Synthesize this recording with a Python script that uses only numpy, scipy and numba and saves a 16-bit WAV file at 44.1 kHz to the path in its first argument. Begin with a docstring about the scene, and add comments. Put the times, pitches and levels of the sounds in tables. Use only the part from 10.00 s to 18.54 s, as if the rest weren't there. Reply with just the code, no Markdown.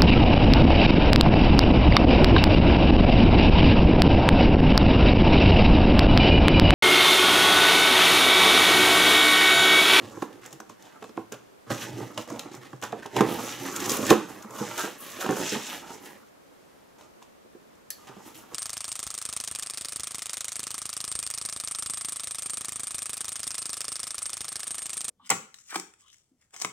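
"""A hand is heard first, sliding over a hollow taped cardboard box, with light knocks and cracks; then a
knife slits the tape, flaps pop and drum the box, the box is dragged round and the knife snaps shut.
Stick-slip friction excites panel modes, enclosed air and tape noise; blows ring the panels, cracks are
noise bursts, squeezes ring the air and the knife sounds its steel modes. Beneath lie room tone and a
faint rumble; a small room reflects all but the tone to a stereo microphone."""
import sys
import numpy as np
from scipy import signal
from scipy.fft import rfft, irfft, next_fast_len
from scipy.io import wavfile
from numba import njit

SR = 44100
rng = np.random.default_rng(int(sys.argv[2]) if len(sys.argv) > 2 else 0)


def dump(signal):
    """Clip the signal to [-1, 1] and save it as 16-bit WAV at the path in sys.argv[1]."""
    limited = np.clip(np.atleast_2d(signal).T, -1, 1)
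    pcm = np.round(limited * 32767).astype(np.int16)
    wavfile.write(sys.argv[1], SR, pcm)


N = 376598  # length in samples

# Background
# spectrum of the room tone: pitch_hz, density_db (per Hz)
HUSH = [(12, -24), (20, -28), (165, -13), (200, -11.5), (237, -13.5), (428, -11.5), (465, -11.5),
        (506, -10.5), (690, -14), (1280, -17.5), (3330, -26.5), (14300, -34), (16500, -45)]
HUSH_DB = -59.5  # rms of the mid signal
# room tone, side against mid: pitch_hz, level_db
HUSH_SIDE = [(60, -7), (110, -6), (200, 8), (380, 7), (700, 5), (1290, 2.5), (2380, 0), (4400, 0),
             (8120, 0), (15000, -4)]
RUMBLE_HZ, RUMBLE_DB = 60, -76

# Box panels and the air inside
# panel modes: pitch_hz, level_db, width_hz (nominal; each excitation scales it)
BOX = [(168, -10, 59), (226.6, -4.5, 11.8), (233.5, -4.5, 70), (290.5, 3.5, 104), (304, -9.5, 10),
       (343.3, -0.5, 56), (425.2, -3.5, 25), (493, -9.5, 8.3), (582.5, 8, 105), (671, 9.5, 139),
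       (772.4, 10.5, 104.5), (973, 8.5, 170), (1085, 11, 185), (1360, 11.5, 321), (1582, 9.5, 374),
       (2070, 2.5, 543), (2430, -2, 510)]
UPPER_HZ = 550  # modes above this count as upper
PANEL_SPREAD = 0.059  # panel modes lean left or right by turns, giving the box some width
FLEX_DB = 0.49  # bent board shifts its modes; spread of their pitch ratio
AIR_HZ, AIR_WIDTH_HZ = 122.3, 11.8
DESK_HZ, DESK_DB = 55.6, -18.5  # the desk rumbles under the push

# blows on the box: start_s, level_db (peak before the bass cut), upper_db (against lower modes), panel_hz
KNOCKS = [(0.144, -36, -19, 303), (0.171, -29.5, -18, 183), (0.223, -18, -8.5, 284.3),
          (0.456, -38, -8, 486), (0.526, -38.5, -2, 490), (0.602, -30, -3, 870), (0.697, -34.5, 1, 1083),
          (1.024, -30, -3, 430), (1.043, -33, 1, 490), (1.093, -37.5, -14, 440), (1.1755, -17, -10.5, 343),
          (1.321, -31, -24, 443), (1.343, -40, 3, 370), (1.668, -41, -11, 331), (1.704, -20, -10, 232),
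          (1.713, -29, 6, 308), (1.97, -28, -29, 303), (1.985, -26, -27, 343), (2.004, -27, -19, 440),
          (2.176, -24.5, -2, 480), (2.274, -35, -12, 497), (2.303, -30, 0, 1083), (2.32, -24.5, -19.5, 303),
          (2.456, -32, -16, 304), (2.514, -36.5, -14, 292), (2.731, -31.5, -6, 300), (2.825, -31, 17, 433),
          (2.927, -20.5, -8, 680), (2.933, -25, -9, 425), (3.056, -27, -7.5, 444), (3.165, -14.5, -8, 320),
          (3.207, -1.5, -14, 357), (3.915, -18.5, -26, 297), (3.992, -19.5, -21, 282),
          (4.107, -2, -9.5, 344), (4.113, -5, -20, 307), (4.127, -8, -17, 336), (4.446, -32.5, -13, 224),
          (4.501, -33, -15, 413), (4.552, -36, -12, 436), (4.611, -20.5, -33, 222), (4.779, -30, 6, 340),
          (4.797, -35, 6, 425), (4.837, -23.5, -13.5, 410), (4.876, -26.5, -9, 476), (5.189, -31, -11, 344),
          (5.212, -28, 3, 1610), (5.226, -25, 5, 1366), (5.245, -21.5, -24, 343), (5.261, -16, -6, 225),
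          (5.291, -12, -13, 224), (5.304, -14, -15, 320), (5.325, -19.5, -17, 306),
          (5.522, -21.5, -30, 205), (5.556, -22, -15, 232), (7.009, -40.5, -6, 466),
          (7.221, -42.5, -2, 973), (7.449, -47, -22, 340), (7.55, -39, -23, 354), (8.094, -37.5, -10, 200),
          (8.167, -34.5, -15, 227), (8.273, -43.5, -11, 305), (8.519, -37, -5, 490)]
TAP, TAP_T60_S = 1.04, 0.053  # the first cycles of a blow stand out over its ring
# walls pushed in, so that the air inside booms: start_s, level_db (peak)
SQUEEZES = [(0.028, -44), (0.187, -45), (0.527, -48.5), (1.177, -47), (1.331, -46.5), (1.705, -27.5),
            (1.892, -39), (1.931, -33), (2.011, -33), (2.299, -40.5), (2.441, -46.5), (2.57, -43),
            (2.731, -38.5), (3.05, -53), (3.166, -34), (3.209, -31), (3.6, -40), (3.918, -41),
            (4.11, -50.5), (4.601, -34), (5.289, -33.5), (5.521, -42), (8.089, -49.5)]
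SQUEEZE_S = 0.0049  # time constant of the shove

# Tape, paper and blade
# colour of tape and paper noise at the microphone: pitch_hz, density_db (per Hz)
TAPE = [(900, -2.5), (2000, -4.5), (2900, -1.5), (3800, -3.5), (4500, -7), (5300, -3), (6100, -1.5),
        (6900, -0.5), (7700, -3.5), (8900, -7), (10300, -5), (11900, -3.5), (13500, -7), (15300, -8.5)]
# bands of tape noise, coarse to fine: low_hz, high_hz
RASP_HISS_FIZZ_HZ = [(1400, 4500), (4500, 8800), (8800, 16000)]
# tape and paper cracking loose: start_s, level_db (peak), centre_hz
CRACKS = [(0.2243, -24.5, 2900), (0.328, -37, 2660), (0.4545, -34, 3360), (0.4612, -24.5, 7300),
          (0.528, -24.5, 6800), (0.602, -28, 5940), (0.696, -32, 6200), (0.8248, -32.5, 5500),
          (0.854, -39, 3260), (1.026, -30, 2720), (1.042, -29, 3090), (1.0937, -37, 3400),
          (1.1719, -32, 2560), (1.3222, -20.5, 6260), (1.3413, -30, 2630), (1.7033, -25, 3380),
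          (2.145, -37, 4780), (2.1767, -16, 3010), (2.277, -31.5, 6920), (2.3012, -25.5, 6120),
          (2.36, -34, 2620), (2.394, -15, 3940), (2.5351, -33, 5950), (2.55, -28, 5950),
          (2.6333, -33.5, 3220), (2.6793, -59, 2600), (2.731, -37.5, 2610), (2.8157, -27, 6860),
          (2.826, -19, 2500), (2.8375, -18, 6340), (2.923, -28, 2830), (3.061, -23.5, 3590),
          (3.142, -40, 6110), (3.1649, -11.5, 2640), (3.1737, -23, 3670), (3.208, -10.5, 2660),
          (3.664, -21, 12500), (3.763, -10.5, 6900), (3.821, -31.5, 13000), (3.877, -31, 12000),
          (3.803, -14.5, 6500), (3.8417, -19, 6070), (3.8593, -16, 6070), (3.895, -8, 5630),
          (3.904, -6.5, 7100), (3.9175, -6, 6960), (3.9276, -29.5, 4580), (3.9616, -28, 7120),
          (3.9692, -12, 10700), (4.0662, -12, 6950), (4.104, -1, 3340), (4.13, -26.5, 7000),
          (4.425, -30, 5960), (4.507, -29.5, 6900), (4.712, -24.5, 2580), (4.779, -14, 7050),
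          (4.779, -22, 3000), (5.209, -24, 6500), (5.229, -31, 6000), (5.308, -21, 7000),
          (5.519, -30, 7000), (5.263, -19.5, 2700), (5.292, -23, 2840), (5.363, -39, 2670),
          (5.4595, -21, 3350), (5.6683, -27, 6000), (5.725, -30, 6500), (5.747, -35, 6000),
          (7.011, -34.5, 3350), (7.226, -33, 3920), (7.7535, -47, 6110), (8.089, -36, 2520),
          (8.346, -33, 3570)]
CLICK = 1.71  # first click against the peak of the spray
CRACK_WIDE, CRACK_WIDE_HZ = 0.5, 6900  # the shortest waves differ left and right
# colour of the rubbing tape: time_s, singing_hz, rasp_db, fizz_db, singing_db
SHADE = [(3.2, 5930, 5, 9, 1.5), (3.71, 6100, 3, 3, 7), (3.75, 6650, 2, 6, 5), (3.86, 6010, -2, 7, 2),
         (3.9, 6550, 1, 7.5, 0.5), (4.45, 6050, -3, 2, 1), (4.49, 6690, -10, 10, 0.1),
         (4.62, 6200, -0.5, -1, 11), (4.86, 6700, 1.5, 5.5, 0), (4.89, 6050, 1.5, 8.5, 4.5),
         (5.44, 6500, 1, -4, 4), (5.5, 5500, 1.7, -5.5, 10), (5.95, 6250, 0, -3.5, -6),
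         (6.0, 5880, 0.1, -10, 2)]
BLADE_WIDTH = 0.18  # the cut or dragged edge sings; width of each resonance as a share of its pitch
OVERTONE, OVERTONE_DB = 1.95, -9  # pitch ratio and level of the second singing tone

# Knife
# the knife locks shut: start_s, level_db (peak)
SNAP = [(7.904, -16)]
# steel modes: pitch_hz, level_db, t60_s, width_hz
STEEL = [(1790, -11, 0.067, 66), (3370, -5, 0.027, 280), (4440, -10.5, 0.19, 150), (5170, -10, 0.05, 430),
         (5900, -3, 0.051, 380), (7700, -11, 0.076, 240), (10500, -9, 0.03, 500), (11700, 7, 0.018, 820),
         (14900, -6, 0.03, 900)]
REBOUND_S, REBOUND_DB = 0.007, -18  # the lock rattles once more

# Long movements, each a curve: time_s, push_db (on the panels), pull_db (on tape and paper)
# a hand slides over the box
HAND_SLIDES = [(0.0, -40.5, -66), (0.098, -45, -59), (0.218, -46, -57), (0.222, -52, -46),
               (0.282, -47.5, -67), (0.4, -57, -68)]
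# an end is torn: time_s, push_db, pull_db
END_TORN = [(1.67, -52, -72), (1.698, -43, -60), (1.704, -29.5, -42), (1.734, -39.5, -45), (1.77, -44, -44),
            (1.83, -41.5, -41.5), (1.868, -42.5, -50.5), (1.946, -43.5, -65), (1.98, -43, -53.5),
            (2.02, -43, -56), (2.11, -48.5, -62), (2.17, -55, -62)]
# the blade slits the tape: time_s, push_db, pull_db
BLADE_SLITS = [(3.1, -60, -65), (3.172, -24, -44.5), (3.242, -30.5, -53), (3.314, -34, -47),
               (3.51, -40, -45), (3.576, -45, -52.5), (3.626, -36.5, -44), (3.752, -41.5, -47),
               (3.762, -40, -39.5), (3.786, -38.5, -45), (3.914, -37, -37.5), (4.0, -34.5, -44),
               (4.094, -27, -36.5), (4.104, -22.5, -27.5), (4.15, -29.5, -45.5), (4.29, -54, -62.5)]
# the flaps fold: time_s, push_db, pull_db
FLAP_FOLDS = [(4.29, -45, -53.5), (4.418, -52.5, -59.5), (4.424, -60, -50), (4.464, -52, -65.5),
              (4.6, -37, -40), (4.684, -46, -48.5), (4.758, -44.5, -44), (4.794, -44, -34),
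              (4.98, -52.5, -62)]
# the box is dragged round: time_s, push_db, pull_db
BOX_TURNS = [(4.98, -65, -64), (5.016, -48, -53), (5.2, -50, -49), (5.21, -52, -41.5), (5.274, -37, -51),
             (5.34, -45, -46.5), (5.394, -33, -40), (5.44, -40.5, -39), (5.524, -45.5, -37),
             (5.565, -35.5, -42), (5.596, -47.5, -45), (5.66, -47.5, -42.5), (5.744, -45, -43.5),
             (5.836, -48.5, -60), (5.938, -48, -51.5), (6.012, -53.5, -63.5), (6.06, -50, -53.5),
             (6.148, -51, -66), (6.3, -78, -77)]
# a hand reaches in: time_s, push_db, pull_db
HAND_REACHES_IN = [(7.97, -72, -69), (7.982, -58.5, -66), (8.222, -63, -66), (8.28, -51, -55.5),
                   (8.34, -61, -66.5), (8.35, -58, -53), (8.48, -63, -70.5), (8.54, -41, -55.5)]
# character of each movement: curve, upper_db, rasp_db, fizz_db, blade_db, boom_db (added to its push or pull)
MOVES = [(HAND_SLIDES, -7, -3.2, -5.5, -30, -8.5), (END_TORN, 0, -1.3, -2, -4.5, -8.5),
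         (BLADE_SLITS, 0, -0.92, -7, -8, -13.5), (FLAP_FOLDS, 0.8, 0, -6, -16, -13.5),
         (BOX_TURNS, 0.64, 0, 0.67, -13.5, -23), (HAND_REACHES_IN, 0, 0, -0.74, -30, -23)]
SCRAPE_FROM_PULL = 0.28  # share of the pull, against the push, in the level of the upper modes
LET_GO_S = 0.0069  # a movement fades in and out over this time
# short scuffs of fingers and blade tip: start_s, length_s, push_db, upper_db, pull_db
SCUFFS = [(0.41, 0.079, -57, -54, -61.5), (0.501, 0.048, -54.5, -70, -62), (0.604, 0.017, -55, -73, -74),
          (0.69, 0.011, -48.5, -79, -58), (0.79, 0.076, -59, -60, -65), (1.005, 0.081, -57, -70, -64),
          (1.153, 0.057, -51, -77, -65), (1.317, 0.011, -52, -42, -51.5), (0.859, 0.046, -67, -56, -65.5),
          (0.92, 0.045, -61, -55, -65.5), (1.4, 0.15, -64, -76, -87), (2.69, 0.082, -56.5, -70, -67),
          (2.171, 0.017, -38.5, -37.5, -48), (2.283, 0.091, -41.5, -46.5, -55),
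          (2.386, 0.021, -51, -49, -50), (2.427, 0.063, -53, -50.5, -64), (2.511, 0.055, -47.5, -51.5, -56),
          (2.605, 0.057, -52, -52.5, -64), (2.82, 0.027, -38.5, -37, -46), (2.898, 0.092, -48, -56, -68),
          (3.02, 0.051, -55, -47, -61), (4.778, 0.018, -49, -32, -52), (4.83, 0.025, -53, -33.5, -46),
          (4.706, .03, -54, -43, -60), (8.068, 0.02, -62, -52, -58), (8.348, 0.039, -54, -58, -55.5),
          (8.187, 0.03, -67, -55, -77), (8.248, 0.043, -61, -63, -69), (2.19, .028, -50, -60, -51),
          (5.457, 0.023, -57, -54, -47), (5.2, 0.045, -53, -35, -49), (6.979, 0.065, -65.5, -58, -65),
          (7.215, 0.012, -71, -69, -64), (7.914, 0.022, -73, -68, -62)]
SCUFF_ATTACK_S, SCUFF_T60_S = 0.0061, 0.18
SCUFF_RASP_DB, SCUFF_FIZZ_DB, SCUFF_BLADE_DB, SCUFF_BOOM_DB = -0.5, -5.5, -34, -11
# unceasing faint stir of hands and sleeves: levels_db of panels, upper modes, rasp, hiss, fizz
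STIR = [-67, -77.5, -78, -78, -78.5]

# Room and microphone
# reverberation: pitch_hz, t60_s, level_db (against the direct sound)
ROOM = [(154, 0.39, -7.5), (395, 0.16, -6.5), (1130, 0.26, -7.5), (2410, 0.44, -8.5), (6230, 0.76, -19),
        (12000, 0.23, -11)]
ROOM_TURNS_PER_S = 1.3  # the mix of four reverberation tails turns steadily, so no pitch rings on
# left against right: pitch_hz, level_db
LEAN = [(110, 0.5), (200, -1.5), (380, -6.5), (700, -4.5), (1300, -3), (2400, 0.5), (8000, -1.6),
        (15000, 2)]
# left against right: pitch_hz, phase_rad
LEAD = [(260, -.2), (1500, .05), (6500, .1), (8300, .3), (10000, 1.0), (13200, 1.2), (15000, .3)]
LOW_CUT_HZ, TOP_HZ = 81, 15600
OPPOSED = np.array([[1], [-1]])  # a side signal enters left and right with opposite sign


def undb(db):
    """Level: decibels to amplitude gain."""
    return 10 ** (np.asarray(db) / 20)


def unit(x):
    """Normalization: scale to rms 1."""
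    return x / np.sqrt(np.mean(x ** 2))


def across(table, hz):
    """Interpolation of (Hz, value) points on a logarithmic frequency axis."""
    f, v = np.transpose(table)
    return np.interp(np.log(hz + 1), np.log(np.abs(f) + 1), v)


def colour(x, table):
    """Minimum-phase filtering: a causal (Hz, dB) shape built from the folded cepstrum."""
    cepstrum = irfft(np.log(undb(across(table, np.fft.rfftfreq(2048, 1 / SR)))))
    cepstrum[1:1024] *= 2
    cepstrum[1025:] = 0
    impulse = irfft(np.exp(rfft(cepstrum)))
    return signal.fftconvolve(x, impulse)[:len(x)]


def resonate(x, hz, width_hz):
    """Resonance: one fixed mode with gain 1 at its centre."""
    return signal.lfilter(*signal.iirpeak(hz, hz / width_hz, SR), x)


@njit
def sweep(x, hz, width, sr):
    """Time-varying resonance: a state-variable filter; width is a share of the moving centre."""
    y, b, l = np.empty(len(x)), 0., 0.  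# b and l hold the band and low states
    for i in range(len(x)):
        g = np.tan(np.pi * hz[i] / sr)
        v = (b + g * (x[i] - l)) / (1 + g * (g + width))
        b, l, y[i] = 2 * v - b, l + 2 * g * v, width * v
    return y


def fade(t, t60):
    """Exponential damping: 60 dB down after t60."""
    return np.exp(-np.log(1000) * t / t60)


def add(out, s, x, db):
    """Superposition: mix a short sound in at time s with the given peak."""
    i = int(s * SR)
    out[..., i:i + x.shape[-1]] += (x * undb(db) / np.abs(x).max())[..., :N - i]


def flutter(rate, depth_db):
    """Random modulation: a gain with a new random target rate times a second."""
    k = int(SR / rate)
    steps = rng.standard_normal(N // k + 2)
    wander_db = np.interp(np.arange(N), k * np.arange(len(steps)), depth_db * steps)
    return undb(wander_db)


def slips(per_s, spread_db):
    """Stick-slip: dense tiny releases of very unequal size."""
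    released = rng.random(N) < per_s / SR
    return released * rng.standard_normal(N) * undb(spread_db * rng.exponential(size=N))


def spread(modes):
    """Modal radiation: panel modes lean left or right by turns, two at a time."""
    side = sum((-1) ** (k // 2) * m for k, m in enumerate(modes))
    return sum(modes) + PANEL_SPREAD * side * OPPOSED


def widen(mid, other):
    """Decorrelation: the treble of a second, similar sound separates left from right."""
    side = signal.lfilter(*signal.butter(1, CRACK_WIDE_HZ, "high", fs=SR), other)
    return mid + CRACK_WIDE * side * OPPOSED


def hush():
    """Stationary noise: coloured room tone and microphone hiss with a slight wander in level."""
    mid, side = (colour(rng.standard_normal(N), HUSH) * flutter(4.9, 0.63) for _ in range(2))
    scale = undb(HUSH_DB) / np.std(mid)
    return scale * (mid + colour(side, HUSH_SIDE) * OPPOSED)


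def rumble():
    """Resonant noise: a faint low rumble of desk and floor that comes and goes."""
    mid, side = resonate(rng.standard_normal((2, N)), RUMBLE_HZ, 30)
    return undb(RUMBLE_DB) * unit(mid + 0.55 * side * OPPOSED) * flutter(1.7, 5.7)


def knife():
    """Impact of steel on steel: a bright crack and short, noise-driven modes that rattle."""
    out, t = np.zeros((2, N)), np.arange(SR // 4) / SR
    ring = 0
    for hz, db, t60, width in STEEL:
        mode = unit(resonate(rng.standard_normal(len(t)), hz, width))
        ring = ring + undb(db) * fade(t, t60) * mode
    bright_noise = np.diff(rng.standard_normal(len(t) + 1))
    crack = bright_noise * (fade(t, 0.013) + 0.35 * fade(t, 0.13))
    snap = ring + 2.0 * colour(crack, TAPE)
    snap = snap + undb(REBOUND_DB) * np.roll(snap, int(REBOUND_S * SR))
    start_s, level_db = SNAP[0]
    add(out, start_s, widen(snap, np.roll(snap, 30)), level_db)
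    return out


def thumps():
    """Cavity resonance: a short shove on the walls rings the air inside, each time near one low pitch."""
    out, t = np.zeros(N), np.arange(SR // 3) / SR
    for s, peak_db in SQUEEZES:
        hz = AIR_HZ * (1 + 0.063 * rng.standard_normal())
        shove = np.exp(-t / SQUEEZE_S) * np.sin(2 * np.pi * 1.3 * hz * t)
        boom = resonate(resonate(shove, hz, 0.95 * AIR_WIDTH_HZ), hz, 89)
        add(out, s, boom, peak_db)
    return out


def cracks():
    """Sudden fracture: a click, then a rattling noise spray, brightest near the centre given."""
    out, t = np.zeros((2, N)), np.arange(SR // 16) / SR
    envelope = (fade(t, 0.024) + 0.057 * fade(t, 0.032)) * np.minimum(t / 0.00085, 1)
    for s, peak_db, hz in CRACKS:
        *noise, size = rng.standard_normal((3, len(t)))
        spray = noise * undb(5.13 * size) * envelope
        spray[:, 0] = CLICK * np.abs(spray).max()
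        spray = spray + 1.8 * resonate(spray, np.clip(hz, 2000, 14000), 1700)
        spray = [colour(x, TAPE) for x in spray]
        # blunter cracks carry less of the top
        spray = signal.lfilter(*signal.butter(1, np.clip(3.0 * hz, 3000, 20000), fs=SR), spray)
        add(out, s, widen(*spray), peak_db)
    return out


def knocks():
    """Modal excitation: each blow lands elsewhere and shares its energy differently among the modes."""
    out, t = np.zeros((2, N)), np.arange(SR // 5) / SR
    hz, db, width = np.transpose(BOX)[:, :, None]
    for s, peak_db, upper_db, main_hz in KNOCKS:
        share, turn, detune = rng.standard_normal((3, len(BOX), 1))
        struck_db = 10.3 * np.exp(-(np.log(hz / main_hz) / 0.036) ** 2)  # the panel under the blow leads
        gain = undb(db + 0.12 * share + struck_db + upper_db * (hz > UPPER_HZ))
        rise = 1 - np.exp(-t * hz / 2.16)  # soft board takes about a cycle to get moving
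        decay = np.exp(-np.pi * .6 * width * t) * (fade(t, 0.1) + TAP * fade(t, TAP_T60_S))
        wave = np.sin(2 * np.pi * hz * (1 + 0.029 * detune) * t + 0.46 * turn)
        add(out, s, spread(gain * rise * decay * wave), peak_db)
    # thin board radiates no deep bass
    return signal.sosfilt(signal.butter(2, 140, "high", fs=SR, output="sos"), out)


def moves():
    """Power addition: movements and scuffs give gains of panels, upper modes, rasp, hiss, fizz, blade, boom."""
    t = np.arange(0, N, 32) / SR  # gains are computed every 32 samples
    stir = np.append(undb(STIR), [0, 0])  # no stir in blade and boom
    power = np.outer(stir ** 2, np.ones(len(t)))
    at, _, *shade = np.transpose(SHADE)
    rasp, fizz, sing = (np.interp(t, at, c, left=0, right=0) for c in shade)
    for curve, scrape_db, rasp_db, fizz_db, blade_db, boom_db in MOVES:
        s, *columns = np.transpose(curve)
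        push, pull = (np.interp(t, s, c) for c in columns)
        gate = np.clip(1 + np.minimum(t - s[0], s[-1] - t) / LET_GO_S, 0, 1)
        scrape = push + SCRAPE_FROM_PULL * (pull - push) + scrape_db
        levels = [push, scrape, pull + rasp_db + rasp, pull, pull + fizz_db + fizz,
                  pull + blade_db + sing, push + boom_db]
        power = power + (gate * undb(levels)) ** 2
    for s, length, push, scrape, pull in SCUFFS:
        attack = np.clip((t - s) / SCUFF_ATTACK_S, 0, 1)
        shape = attack * fade(np.maximum(t - s - length, 0), SCUFF_T60_S)
        levels = [push, scrape, pull + SCUFF_RASP_DB, pull, pull + SCUFF_FIZZ_DB,
                  pull + SCUFF_BLADE_DB, push + SCUFF_BOOM_DB]
        power = power + np.outer(undb(levels) ** 2, shape ** 2)
    return [np.interp(np.arange(N) / SR, t, gain) for gain in np.sqrt(power)]


def singing_edge(grit, hz):
    """Edge resonance: grit excites a moving pitch through two equal resonances."""
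    once = sweep(grit, hz, BLADE_WIDTH, 1. * SR)
    return unit(sweep(once, hz, BLADE_WIDTH, 1. * SR))


def tape_noise():
    """Fibre tearing: rasp, hiss and fizz each flicker alone, beside the singing edge."""
    layers = []
    for edges, wide in zip(RASP_HISS_FIZZ_HZ, (.22, .45, .85)):  # the shortest waves differ most
        mid, side = (colour(slips(3000, 1.2), TAPE) for _ in range(2))  # fibres of each size tear on their own
        pair = (mid + wide * side * OPPOSED) * flutter(18, 2.2)
        band = signal.butter(3, edges, "band", fs=SR, output="sos")
        layers.append(unit(signal.sosfilt(band, pair)))
    hz = np.interp(np.arange(N) / SR, *np.transpose(SHADE)[:2])
    grit = slips(2500, 0.87)
    blade = singing_edge(grit, hz) * flutter(30, 1.2)
    overtone = singing_edge(grit, OVERTONE * hz) * flutter(6.6, 2.5)
    blade = blade + undb(OVERTONE_DB) * overtone
    return layers + [unit(widen(blade, np.roll(blade, 300)))]


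def inside_air(x):
    """Cavity resonance: the air shut in the box answers near one low pitch."""
    return resonate(resonate(x, AIR_HZ, AIR_WIDTH_HZ), AIR_HZ, 3 * AIR_WIDTH_HZ)


def panel(force, hz, width_hz):
    """Plate mode: its pitch drifts as the board is bent."""
    return sweep(force, hz * flutter(6, FLEX_DB), width_hz / hz, 1. * SR)


def rubbing():
    """Friction excitation: slips drive lower and upper panel modes and the air; tape noise shares the jerk."""
    drum, scrape, *bright, boom = moves()
    jerk = flutter(35, 1.57)  # an uneven pull, felt by board and tape alike
    force = slips(2000, 0.8) * jerk
    lower, upper = [], []
    for k, (hz, db, width) in enumerate(BOX):
        if hz < UPPER_HZ:
            lower.append(undb(db) * flutter(9, 3.4) * panel(force, hz, 0.98 * width))
        else:
            mode = undb(db) * flutter(25, 1.74) * panel(force, hz, 1.95 * width)
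            upper.append((-1) ** k * mode)
    desk = unit(resonate(resonate(force, DESK_HZ, 30), DESK_HZ, 50))
    box = drum * (unit(spread(lower)) + undb(DESK_DB) * desk)
    box = box + scrape * unit(spread(upper)) + boom * unit(inside_air(force))
    tape = sum(gain * layer for gain, layer in zip(bright, tape_noise()))
    return box + jerk ** 0.5 * flutter(70, 0.61) * tape


def room(x):
    """Reverberation: four tails of noise, decaying band by band, differ at each capsule; their mix turns."""
    t = np.arange(SR // 2) / SR
    tail = 0
    for hz, t60, db in ROOM:
        band = resonate(rng.standard_normal((4, 2, len(t))), hz, hz)  # four tails, two capsules
        band = band * fade(t, t60) * np.minimum(t / 0.0014, 1)
        shared = np.clip(.8 - hz / 16000, 0, 1)  # long waves reach both capsules alike
        band = shared * band[:, :1] + (1 - shared) * band
        energy = np.sum(band ** 2, axis=2, keepdims=True)
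        tail = tail + undb(db) * band * np.sqrt(np.pi * hz / SR / energy)
    a = 2 * np.pi * ROOM_TURNS_PER_S * np.arange(N) / SR
    b = a / np.sqrt(7)  # a second, slower turn
    weights = [np.cos(a) * np.cos(b), np.sin(a) * np.cos(b), np.cos(a) * np.sin(b), np.sin(a) * np.sin(b)]
    return sum(signal.oaconvolve((x * w)[None], h, axes=1)[:, :N] for w, h in zip(weights, tail))


def capsules(pair):
    """Stereo reception: level and phase differ between left and right; the deep bass is weak."""
    size = next_fast_len(N)
    hz = np.fft.rfftfreq(size, 1 / SR)
    half = np.sqrt(undb(across(LEAN, hz))) * np.exp(.5j * across(LEAD, hz))
    pair = signal.sosfilt(signal.butter(2, LOW_CUT_HZ, "high", fs=SR, output="sos"), pair)
    return irfft(rfft(pair, size) * np.array([half, 1 / half]), size)[:, :N]


def scene():
    """Superposition: direct sounds and their reflections reach the microphone, over the room tone."""
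    dry = rumble() + knife() + thumps() + cracks() + knocks() + rubbing()
    return capsules(dry + room(dry.mean(axis=0))) + hush()


def record(dry):
    """Soft saturation and band limiting: the highest peaks are rounded and the top is cut."""
    rounded = np.tanh(0.76 * dry) / 0.82
    return signal.sosfilt(signal.ellip(10, .2, 80, TOP_HZ, fs=SR, output="sos"), rounded)


dry = scene()
out = record(dry)
dump(out)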